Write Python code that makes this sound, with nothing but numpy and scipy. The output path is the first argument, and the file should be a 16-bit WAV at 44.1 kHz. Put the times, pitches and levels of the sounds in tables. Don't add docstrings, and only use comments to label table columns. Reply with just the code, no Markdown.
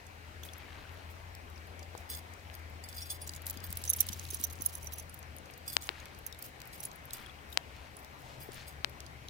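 import sys
import numpy as np
from scipy import signal
from scipy.fft import rfft, irfft, next_fast_len
from scipy.io import wavfile
from scipy.ndimage import uniform_filter1d, map_coordinates

SR = 44100
rng = np.random.default_rng(int(sys.argv[2]) if len(sys.argv) > 2 else 0)


def dump(signal):
    limited = np.clip(np.atleast_2d(signal).T, -1, 1)
    pcm = np.round(limited * 32767).astype(np.int16)
    wavfile.write(sys.argv[1], SR, pcm)


def level_to_linear(level):
    exponent = np.asarray(level, float) / 20
    return 10 ** exponent


N = 409801

# time in seconds, level in dB.
WIND = [
    (0.0, -57),
    (0.46, -55.5),
    (9.29, -56),
]
# frequency in Hz, density in dB per Hz.
RUMBLE_COLOUR = [(20, -16), (55, -0.5), (75, 6), (130, -9), (300, -12), (600, -52)]
RUSH_COLOUR = [(150, -7.5), (350, -1), (750, 0.5), (1250, -3.5), (2200, -2.5), (3200, -11), (5000, -30.5)]
HISS_COLOUR = [(2000, -8.5), (4000, 4.5), (6000, -0.5), (8000, -4), (11500, -7), (13500, -4.5),
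               (15900, -8.5), (16100, -28)]
# time in seconds, level in dB.
ROAR = [
    (0.0, -70),
    (0.98, -64.5),
    (1.01, -72),
    (4.53, -58),
    (6.18, -64),
    (6.8, -60),
    (7.86, -64.5),
    (8.49, -55),
    (8.95, -61),
    (9.29, -54),
]
# frequency in Hz, density in dB per Hz.
ROAR_COLOUR = [(95, -25), (120, 5.5), (150, -0.5), (210, -15), (400, -39)]
# time in seconds, engine note in Hz, drone level in dB.
PLANE = [(0.0, 84.3, -60.5), (0.39, 82.64, -55.5), (4.04, 83.65, -49), (5.95, 78.3, -59),
         (6.31, 75.45, -63.5), (6.78, 78.8, -67.5), (7.63, 67.7, -63), (8.2, 69.56, -64.5),
         (8.64, 75.6, -62), (9.06, 69.9, -56.5), (9.29, 68, -59)]
# centre in seconds, spread in seconds, level in dB, lowest grain in Hz.
STEPS = [
    (.75, .15, -55., 1300),
    (3.62, .17, -56.5, 1300),
    (4.1, .22, -51., 2200),
    (5.98, .06, -56., 1500),
    (7.2, .05, -57., 1400),
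    (7.8, .06, -60., 1500),
    (8.3, .04, -61., 2500),
    (8.59, .03, -55., 1900),
]
# frequency in Hz, level in dB, relative ring time.
CLIP_MODES = [(3780, -21, 1), (4480, -30, 0.83), (5940, -9.5, 1.08), (6380, -8.5, 0.92), (8340, -28, 0.77),
              (9900, -25, 1.1), (10820, -7.5, 1.08), (11750, -29.5, .9), (12300, -10, 1.1),
              (13520, -8, 1.2), (14300, -27, .8), (15400, -8.5, 1.1)]
TAG_MODES = [(3456, -4, 1.6), (4500, -9, .7), (4880, 3, .9), (5610, -6, .8), (6610, -9, 1.1),
             (8470, -5, .7), (9469, -4, .9), (9710, -16, 1.1), (10270, -10, 1.9), (10630, -12, 1.2),
             (12920, -4, 1.1), (13780, -4, 1.8), (14130, -8, 1), (15370, -6, 1.3)]
# start in seconds, peak in dB, best excited frequency in Hz.
TOUCHES = [(0.0662, -45.5, 6230), (0.5337, -38.5, 5930), (1.5768, -51, 4870), (1.7923, -41, 5940),
           (1.8282, -41.5, 5390), (2.1884, -48, 5890), (2.3361, -45, 5530), (2.5404, -41, 4630),
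           (2.8604, -54, 9450), (2.9272, -39, 5080), (3.0574, -42, 4480), (3.0799, -49, 8470),
           (3.3353, -36, 4800), (3.3618, -36, 6920), (3.5718, -36, 4380), (3.6022, -42, 5000),
           (4.1215, -36, 6200), (5.0948, -42, 7950), (5.228, -44, 6080), (5.3842, -41, 9270),
           (5.457, -46, 6250), (5.5368, -43.5, 5940), (5.9998, -41, 6200), (6.1474, -48, 6040),
           (6.4612, -40, 9000), (6.778, -46, 9500), (7.9673, -40, 9600), (8.519, -42, 6700),
           (8.5434, -42, 8460), (9.0638, -43, 4940)]
# start in seconds, ring in dB, scrape in dB, best excited frequency in Hz.
CLIP_HITS = [(0.4336, -49, -49, 3460), (3.991, -60, -45, 6380), (3.877, -37.5, -49, 5940),
             (3.8935, -30, -36, 10820), (3.8995, -24, -46, 10820), (3.911, -42, -44, 6200),
             (3.9332, -31, -37, 10820), (3.9618, -43, -38.5, 12300), (3.9685, -44, -43.5, 10820),
             (4.0022, -52, -43, 6380), (4.005, -20.5, -42.5, 10820), (4.0115, -36, -44, 10820),
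             (4.029, -54, -47, 5940), (4.0875, -42, -34.5, 4360), (4.1295, -40, -42, 4890),
             (4.238, -51, -60, 10820), (4.308, -43, -57, 6380), (4.336, -48, -55, 10820),
             (4.3447, -34, -50, 10820), (4.3694, -52, -50, 6380), (4.401, -52, -47, 13520),
             (4.4386, -29, -31, 10820), (4.4469, -35.5, -53, 12300), (4.467, -53, -51, 15400),
             (4.502, -56, -59, 10820), (4.508, -52, -63, 6380), (4.5267, -46, -55, 10820),
             (4.6087, -49, -48, 5940), (4.6197, -35.5, -58, 15300), (4.655, -42, -42, 13520),
             (4.6605, -24.5, -35, 10820), (4.7351, -57, -56, 10820), (4.78, -54, -54, 10820),
             (4.752, -39.5, -58, 10820), (4.8293, -49, -59, 10820), (4.8437, -49, -45, 15300),
             (4.862, -54, -57, 10820), (4.922, -61, -63, 12300), (4.958, -58, -54, 10820),
             (4.87, -43, -56, 5940), (4.9339, -41, -51, 15200), (4.9826, -45, -48, 10820),
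             (4.9966, -44.5, -56, 8480), (5.8306, -56, -48.5, 3460), (5.8386, -49, -63, 6500),
             (5.87, -58, -46.5, 9600), (6.264, -37.5, -44, 12300), (6.8033, -43.5, -49, 10820),
             (6.829, -59, -57, 15300)]
# start in seconds, peak in dB, frequency in Hz.
PINGS = [
    (.434, -46, 3390),
    (.488, -46, 3400),
    (1.56, -53, 5600),
    (1.578, -53, 5000),
    (1.8, -61, 5700),
    (3.293, -40, 4870),
    (6.327, -47, 3750),
    (7.261, -49, 3340),
    (7.296, -49, 3383),
    (7.526, -45.5, 3750),
]
# start in seconds, peak in dB, best excited frequency in Hz, left-right in dB.
CLACKS = [(0.4514, -37, 15300, 2), (1.977, -43, 6260, -20), (3.275, -30, 7700, -1.5),
          (3.2925, -28, 4730, -3), (3.3497, -36, 7020, 1), (3.466, -21, 14400, 5), (3.498, -23, 11800, 0),
          (3.507, -22.5, 15700, 3), (3.704, -32.5, 9900, -2.5), (3.7265, -22, 14300, -0.5),
          (3.7713, -21, 14900, -3), (3.8385, -26.5, 6500, -7), (3.8518, -26, 12200, -3),
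          (4.0284, -41, 13500, 1.5), (4.0666, -28, 12200, -3), (4.1424, -41, 15000, -2.0),
          (4.1938, -30, 5800, -7.5), (4.229, -47, 6140, -5), (4.2874, -37, 6200, -3.5),
          (4.3037, -26, 15400, -8), (4.411, -29, 10900, -6.5), (5.1423, -32, 15600, -4),
          (6.424, -26, 15300, -0.5), (6.8358, -28, 13700, -1), (6.8513, -28, 10000, 2)]
# start in seconds, strength in dB.
SHIVERS = [(.45, -56), (.93, -54), (1.11, -55), (2.92, -67), (6.44, -41), (6.75, -47), (7.17, -39),
           (7.51, -43), (7.98, -53), (8.2, -59), (8.42, -42), (8.45, -72), (8.55, -48)]
# start in seconds, peak in dB.
TWIGS = [(0.4898, -50), (1.3503, -38.5), (1.951, -45), (6.056, -38), (6.3256, -36), (6.3465, -43),
         (6.6173, -36.5), (6.6028, -41), (4.252, -34.5), (6.9152, -40), (7.1072, -37), (7.1831, -45.5),
         (7.2619, -45), (7.528, -41), (7.7647, -46.5), (7.9911, -47), (8.046, -41.5), (8.6004, -58),
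         (9.0039, -33.5), (9.2844, -36.5)]
# start in seconds, peak in dB.
LINKS = [(0.5801, -42.5), (1.5, -48), (1.6706, -48.5), (2.6966, -50), (3.4191, -37.5), (3.458, -39),
         (3.4757, -31), (3.8157, -38), (5.03, -51), (6.654, -44), (6.884, -48), (7.0398, -58),
         (5.1895, -40.5), (5.3642, -38), (5.5089, -47), (5.577, -40), (6.1878, -41), (6.2974, -54),
         (6.389, -37), (6.446, -52), (6.6737, -39.5), (6.9584, -45), (7.054, -41), (7.5025, -49.5),
         (7.5424, -48), (8.531, -42), (8.8952, -43.5)]
# start in seconds, peak in dB, frequency
# in Hz.
KNOCKS = [(1.951, -30.5, 820), (1.951, -37.5, 490), (8.489, -32.5, 400), (3.565, -38, 250), (4.6, -38, 280),
          (4.33, -37, 370), (4.1, -38, 200), (4.4, -39, 260), (2.396, -43, 4600), (2.452, -45, 2800),
          (2.471, -43, 3000), (6.617, -38, 2300), (3.437, -42, 2500), (8.563, -41, 2600), (4.42, -48, 250),
          (5.9, -40, 360), (5.4, -47, 260), (3.7, -39, 173), (7.2, -45.5, 210), (4.8, -46, 4600),
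          (5.5, -34, 2500), (2.5, -34, 2900)]
# start in seconds, ring in dB, scrape in dB, best excited frequency in Hz,
# left-right in dB.
TAG_HITS = [(2.0931, -51, -70, 13930, -7), (2.0998, -39, -48, 14500, 2), (2.1333, -52, -41.5, 3460, 2),
            (2.1485, -47, -46, 8400, -7), (2.1602, -54, -57, 15300, 15), (2.5507, -64, -49, 14000, 13),
            (2.8386, -50, -46, 6390, -1.5), (2.8875, -58, -43.5, 9470, -3), (2.9645, -46, -57, 9470, -2),
            (2.957, -54, -56, 15370, 2), (2.9793, -51, -66, 4900, 0), (3.0218, -50.5, -69, 5600, 17),
            (3.0285, -58, -55, 5920, -11), (3.1016, -36.5, -50, 8470, -1), (3.1131, -41, -52, 10280, 1),
            (3.2153, -48, -48, 9710, 0.5), (3.0574, -54.5, -58, 12930, 2), (6.7315, -53.5, -54, 8480, 0),
            (8.403, -56, -59, 12930, 5), (8.43, -52, -60, 12930, 6), (3.6395, -43.5, -41, 14100, -2),
            (3.6652, -60, -45, 14000, 2), (5.6779, -38, -44, 8480, -3.5), (5.6993, -47, -58, 10280, -1.5),
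            (5.7288, -41, -58, 13870, 3), (5.8224, -59, -43, 9500, -3), (7.133, -47, -33.5, 10630, -2),
            (8.6799, -56.5, -50.5, 12160, 9)]
# start in seconds, peak in dB, frequency in Hz, 60 dB
# decay in seconds.
NOTES = [(3.103, -42, 3440, 0.11), (3.292, -51, 10150, .06), (2.1, -40, 5610, .04), (2.1, -43, 4880, .05),
         (5.679, -38, 4890, .05), (4.752, -43, 6380, .04), (4.87, -42, 5940, .04), (3.102, -41, 4870, .06),
         (4.935, -44, 5940, .06), (9.284, -41, 3770, .03), (4.985, -47, 5940, .08),
         (2.161, -43, 14130, .04), (4.308, -41, 6300, .07), (4.736, -48, 10820, 0.14),
         (4.83, -50, 10820, .12), (4.983, -45, 10820, 0.086), (3.772, -46, 10900, .1),
         (7.134, -50, 10630, .1), (2.979, -39.5, 4890, .1), (3.02, -38, 5580, 0.082),
         (3.218, -38, 9710, 0.09), (3.362, -43, 6910, .04), (3.965, -31, 11800, .025),
         (3.991, -37, 6420, 0.013), (4.52, -50, 12300, .04), (6.852, -26, 10060, 0.025),
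         (6.852, -41, 7000, .04), (6.93, -48, 13000, 0.016), (6.954, -50, 10000, .04),
         (7.262, -47, 10000, .02), (8.42, -49.5, 4860, .06), (8.679, -45, 9440, .03),
         (9.066, -54, 4910, .02), (4.029, -40, 8900, .01), (4.086, -35, 8900, .01)]
# start in seconds, peak in dB, swing in Hz, push (+) or pull (-), far port in dB.
DRIPS = [
    (5.7675, -2, 3800, 0.94, -6.5),
    (5.8911, -9.5, 3070, 0.87, -18),
    (7.5741, -2.5, 3740, -1.01, -9),
    (8.8462, -6, 3510, -0.91, -18),
]

CLACK_BURST_DB, CLACK_RING_DB = -10, -21
TOUCH_BURST_DB, TOUCH_RING_DB = -10, -6.5
TWIG_BURST_DB, TWIG_RING_DB = -9, -16


def unit(x):
    return x / np.sqrt(np.mean(x ** 2) + 1e-20)


def curves(rows):
    s, *cols = np.transpose(rows)
    return [np.interp(np.arange(N) / SR, s, c) for c in cols]


def wobble(rate_hz):
    knots = rng.standard_normal(int(N * rate_hz / SR) + 4)
    return map_coordinates(knots, [np.arange(N) * rate_hz / SR])


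def pan(pair, pan_db):
    return pair * level_to_linear([[pan_db / 2], [-pan_db / 2]])


def ports(x, pan_db, lag):
    return pan(np.array([np.roll(x, lag), x]), pan_db)


def noise(colour, alike, pan_db, patchy_db):
    z = signal.stft(rng.standard_normal((3, N)), nperseg=512)[2]
    field = uniform_filter1d(uniform_filter1d(rng.standard_normal(z.shape[1:]), 6, 0), 12, 1)
    white = signal.istft(z * level_to_linear(patchy_db * unit(field)), nperseg=512)[1][:, :N]
    hz, db = np.transpose(colour)
    m = next_fast_len(N)
    gain = level_to_linear(np.interp(np.log(np.fft.rfftfreq(m, 1 / SR) + 1), np.log(hz), db, left=-40, right=-120))
    common, *own = irfft(rfft(white, m) * gain, m)[:, :N]
    pair = np.sqrt(alike) * ports(common, 0, lag=15) + np.sqrt(1 - alike) * np.array(own)
    pair = pan(pair, pan_db)
    return pair / np.sqrt(np.mean(pair.mean(0) ** 2))


def woods():
    wind_db, = curves(WIND)
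    drone_db = curves(PLANE)[1]
    rumble_db = -56 + (wind_db - wind_db.mean()) + 0.082 * (drone_db - drone_db.mean())
    gust_db = .4 * wobble(2.8)
    rumble = level_to_linear(rumble_db + 0.25 * wobble(6.3)) * noise(RUMBLE_COLOUR, 0.93, 4.5, patchy_db=1.0)
    rush = level_to_linear(wind_db - 0.63 + gust_db) * noise(RUSH_COLOUR, 0.51, 6.1, patchy_db=1.53)
    roar = level_to_linear(curves(ROAR)[0] - 1.5) * noise(ROAR_COLOUR, 0.855, 6.2, patchy_db=1.0)
    hiss = level_to_linear(-66.0 + gust_db) * noise(HISS_COLOUR, .1, 0.93, patchy_db=1.1)
    return rumble + rush + roar + hiss


def plane():
    hz, db = curves(PLANE)
    tone = np.sqrt(2) * np.sin(2 * np.pi * np.cumsum(hz + 2.65 * wobble(7)) / SR)
    return ports(level_to_linear(db + 0.91 * wobble(5)) * tone, 5.9, lag=23)


def grains(when_s, level_db, low_hz, spread):
    pitch, size, side = rng.random((len(when_s), 3)).T
    t = np.arange(64) / SR
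    hz = low_hz * spread ** pitch[:, None]
    size_db = level_db - 5.13 * np.log(size[:, None] + 0.09)
    cycles = level_to_linear(size_db - 60 * t * hz / 6) * np.sin(2 * np.pi * hz * t)
    at = np.clip((when_s * SR).astype(int), 0, N - 64)[:, None] + np.arange(64)
    return np.array([np.bincount(at.ravel(), (cycles * w[:, None]).ravel(), N) for w in (0.55 + side, 1 - side)])


def patter():
    return grains(rng.random(1500) * N / SR, -64., 1700, 3.74)


def ring(modes, best_hz, t60_s, focus_db, t, draw):
    hz, db, lasting = np.transpose(modes)
    size, detune, life, phase, turn = draw[:, :len(hz), None]
    away_db = -focus_db * np.sqrt(abs(np.log2(hz / best_hz)))
    strength = level_to_linear(db + away_db)[:, None] * level_to_linear(2.8 * size)
    fade = level_to_linear(-60 * t / (t60_s * lasting[:, None] * np.exp(0.18 * life))) * (1 - np.exp(-t / 0.00056))
    angle = 2 * np.pi * (hz[:, None] * (1 + 0.0027 * detune) * t + phase)
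    return np.array([(strength * fade * np.sin(angle + side * 1.1 * turn)).sum(0) for side in (1, -1)])


def contact(modes, t60_s, focus_db, ring_db, scrape_db, best_hz, chatter_s, grit_s):
    size = 3072
    t, hz = np.arange(size) / SR, np.fft.rfftfreq(size, 1 / SR) + 1
    draw, grit, bounce = rng.standard_normal((5, 15)), rng.standard_normal((3, size)), rng.random((2, 6))
    bounce_at = (bounce[0] ** 1.5 * chatter_s * SR).astype(int) + 50
    train = np.bincount(bounce_at, level_to_linear(-8 - 9 * bounce[1]), size)
    train[[0, 50]] = .3, 1
    burst = signal.fftconvolve(train, level_to_linear(-60 * t / grit_s) * (1 - np.exp(-t / 0.00043)))[:size]
    colour = level_to_linear(-9 * np.minimum(abs(np.log2(hz / best_hz)), 1.2)) / (1 + (2900 / hz) ** 4)
    lumps = map_coordinates(rng.standard_normal(40), [hz / 700])
    colour *= level_to_linear(4.5 * lumps)
    scrape = burst * irfft(rfft(grit[0] + 3.2 * grit[1:]) * colour)
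    rung = signal.fftconvolve(ring(modes, best_hz, t60_s, focus_db, t, draw), train[None], axes=1)[:, :size]
    return sum(level_to_linear(db) * x / np.sqrt(np.mean(x[:, :400] ** 2)) for db, x in ((ring_db, rung), (scrape_db, scrape)))


def strikes(hits, modes, t60_s, focus_db, chatter_s, grit_s):
    out = np.zeros((2, N + SR))
    for s, ring_db, scrape_db, best_hz, pan_db in hits:
        pair = contact(modes, t60_s, focus_db, ring_db, scrape_db - 3.0, best_hz, chatter_s, grit_s)
        left, right = pan(pair, pan_db)
        start = round(s * SR) - 50
        out[0, start + (12 if pan_db > 0 else -12):][:len(left)] += left
        out[1, start:][:len(right)] += right
    return out[:, :N]


def light_touches(touches):
    hits = [(s, db + TOUCH_BURST_DB + TOUCH_RING_DB, db + TOUCH_BURST_DB, hz, rng.normal(0, 5.6)) for s, db, hz in touches]
    return strikes(hits, TAG_MODES[::2] + CLIP_MODES[2::2], .03, 22, .003, .006)


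def tag_touches():
    return light_touches(TOUCHES)


def leash_clip():
    hits = [(*hit, -5.5) for hit in CLIP_HITS]
    return strikes(hits, CLIP_MODES, .018, 11, .005, .009)


def rattle(hits, modes, best_hz, t60_s, level_db, pan_db):
    s, db = np.transpose(hits)
    jolt = np.bincount((s * SR).astype(int), level_to_linear(0.48 * db), N)
    t = np.arange(-1024, 4096) / SR
    swell = np.where(t < 0, level_to_linear(60 * t / 0.12), level_to_linear(-60 * t / 0.21))
    shake = signal.fftconvolve(jolt, swell)[1024:][:N]
    chance, size = rng.random((2, N))
    blows = (chance < .006 * level_to_linear(8 * wobble(70))) * level_to_linear(-3 * np.log(size + .02)) * np.sign(rng.standard_normal(N))
    t = t[1024:]
    body = ring(modes, best_hz, t60_s, 3.6, t, rng.standard_normal((5, 15)) / 2)
    highpass = signal.butter(2, 2600, "high", fs=SR, output="sos")
    grit = signal.sosfilt(highpass, rng.standard_normal(body.shape))
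    body += 1.6 * grit * level_to_linear(-60 * t / 0.02)
    sound = signal.fftconvolve((blows * shake)[None], body / np.linalg.norm(body[0]), axes=1)[:, :N]
    return pan(level_to_linear(level_db) * sound, pan_db)


def loudest(hits):
    return [(hit[0], max(hit[1:3])) for hit in hits]


def chain_chatter():
    blows = loudest(CLIP_HITS) + [(s, db + CLACK_BURST_DB) for s, db, *_ in CLACKS]
    return rattle(blows, CLIP_MODES, 10820, .035, -18, -2.5)


def soft_notes(rows):
    out, t = np.zeros(N + SR), np.arange(5000) / SR
    for s, db, hz, t60_s, rise_s in rows:
        envelope = level_to_linear(db - 60 * t / t60_s) * (1 - np.exp(-t / rise_s))
        out[round(s * SR):][:len(t)] += envelope * np.sin(2 * np.pi * hz * t)
    return out[:N]


def buckle_pings():
    return ports(soft_notes([(s, db, hz, 110 / hz, 0.4 / hz) for s, db, hz in PINGS]), 17.4, lag=0)


def tag_shivers():
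    return rattle(SHIVERS, TAG_MODES[6:], 16000, 0.032, -14, 0)


def chain_clacks():
    hits = [(s, db + CLACK_BURST_DB + CLACK_RING_DB, db + CLACK_BURST_DB, hz, pan_db) for s, db, hz, pan_db in CLACKS]
    return strikes(hits, CLIP_MODES, .022, 13, .004, .007)


def twigs():
    hits = [(s, db + TWIG_BURST_DB + TWIG_RING_DB, db + TWIG_BURST_DB, 3900, rng.normal(0, 4.6)) for s, db in TWIGS]
    return strikes(hits, TAG_MODES[:3], .015, 22, .0012, .004)


def link_touches():
    return light_touches([(s, db, 13000 * np.exp(0.038 * rng.standard_normal())) for s, db in LINKS])


def steps():
    return sum(grains(s + spread_s * rng.standard_normal(400), db + 5.5, hz, 3.35) for s, spread_s, db, hz in STEPS)


def ground_knocks():
    return ports(soft_notes([(s, db, hz, 6.5 / hz, 0.4 / hz) for s, db, hz in KNOCKS]), 17.4, lag=0)


def tags():
    return strikes(TAG_HITS, TAG_MODES, .065, 9.5, .008, .009)


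def tag_chatter():
    return rattle(loudest(TAG_HITS), TAG_MODES, 8400, 0.018, -14.5, 1.3)


def single_notes():
    return ports(soft_notes([(*row, .0006) for row in NOTES]), -1.4, lag=0)


def drips():
    out, t = np.zeros((2, N)), np.arange(160) / SR
    thin = np.sin(2 * np.pi * 7400 * t) * level_to_linear(-60 * t / .0016)
    for s, db, hz, sign, far_db in DRIPS:
        swing = np.sin(2 * np.pi * hz * t) * (t < 1 / hz)
        late = np.maximum(t - 1 / hz, 0)
        shell = sum(a * np.sin(2 * np.pi * f * late) for f, a in ((3400, 1), (2250, 0.24), (950, 0.5)))
        shell *= np.exp(-(late / .0013) ** 3)
        far = 0.7 * thin + 0.13 * np.roll(thin, 12) - 0.078 * shell
        start = round(s * SR)
        out[0, start:][:len(t)] += sign * level_to_linear(db) * (swing - .13 * shell)
        out[1, start + 11:][:len(t)] += sign * level_to_linear(db + far_db) * far
    return out


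def scene():
    far = woods() + plane() + patter()
    chain = leash_clip() + chain_chatter() + chain_clacks() + link_touches()
    collar = tag_touches() + buckle_pings() + tag_shivers() + tags() + tag_chatter() + single_notes()
    ground = twigs() + steps() + ground_knocks()
    return far + chain + collar + ground + drips()


def band_limit(x):
    return signal.sosfilt(signal.butter(12, 16990, fs=SR, output="sos"), x)


def record(dry):
    edge = signal.butter(20, 15900, fs=SR, output="sos")
    mix = signal.sosfilt(edge, dry)
    return band_limit(mix)


dry = scene()
out = record(dry)
dump(out)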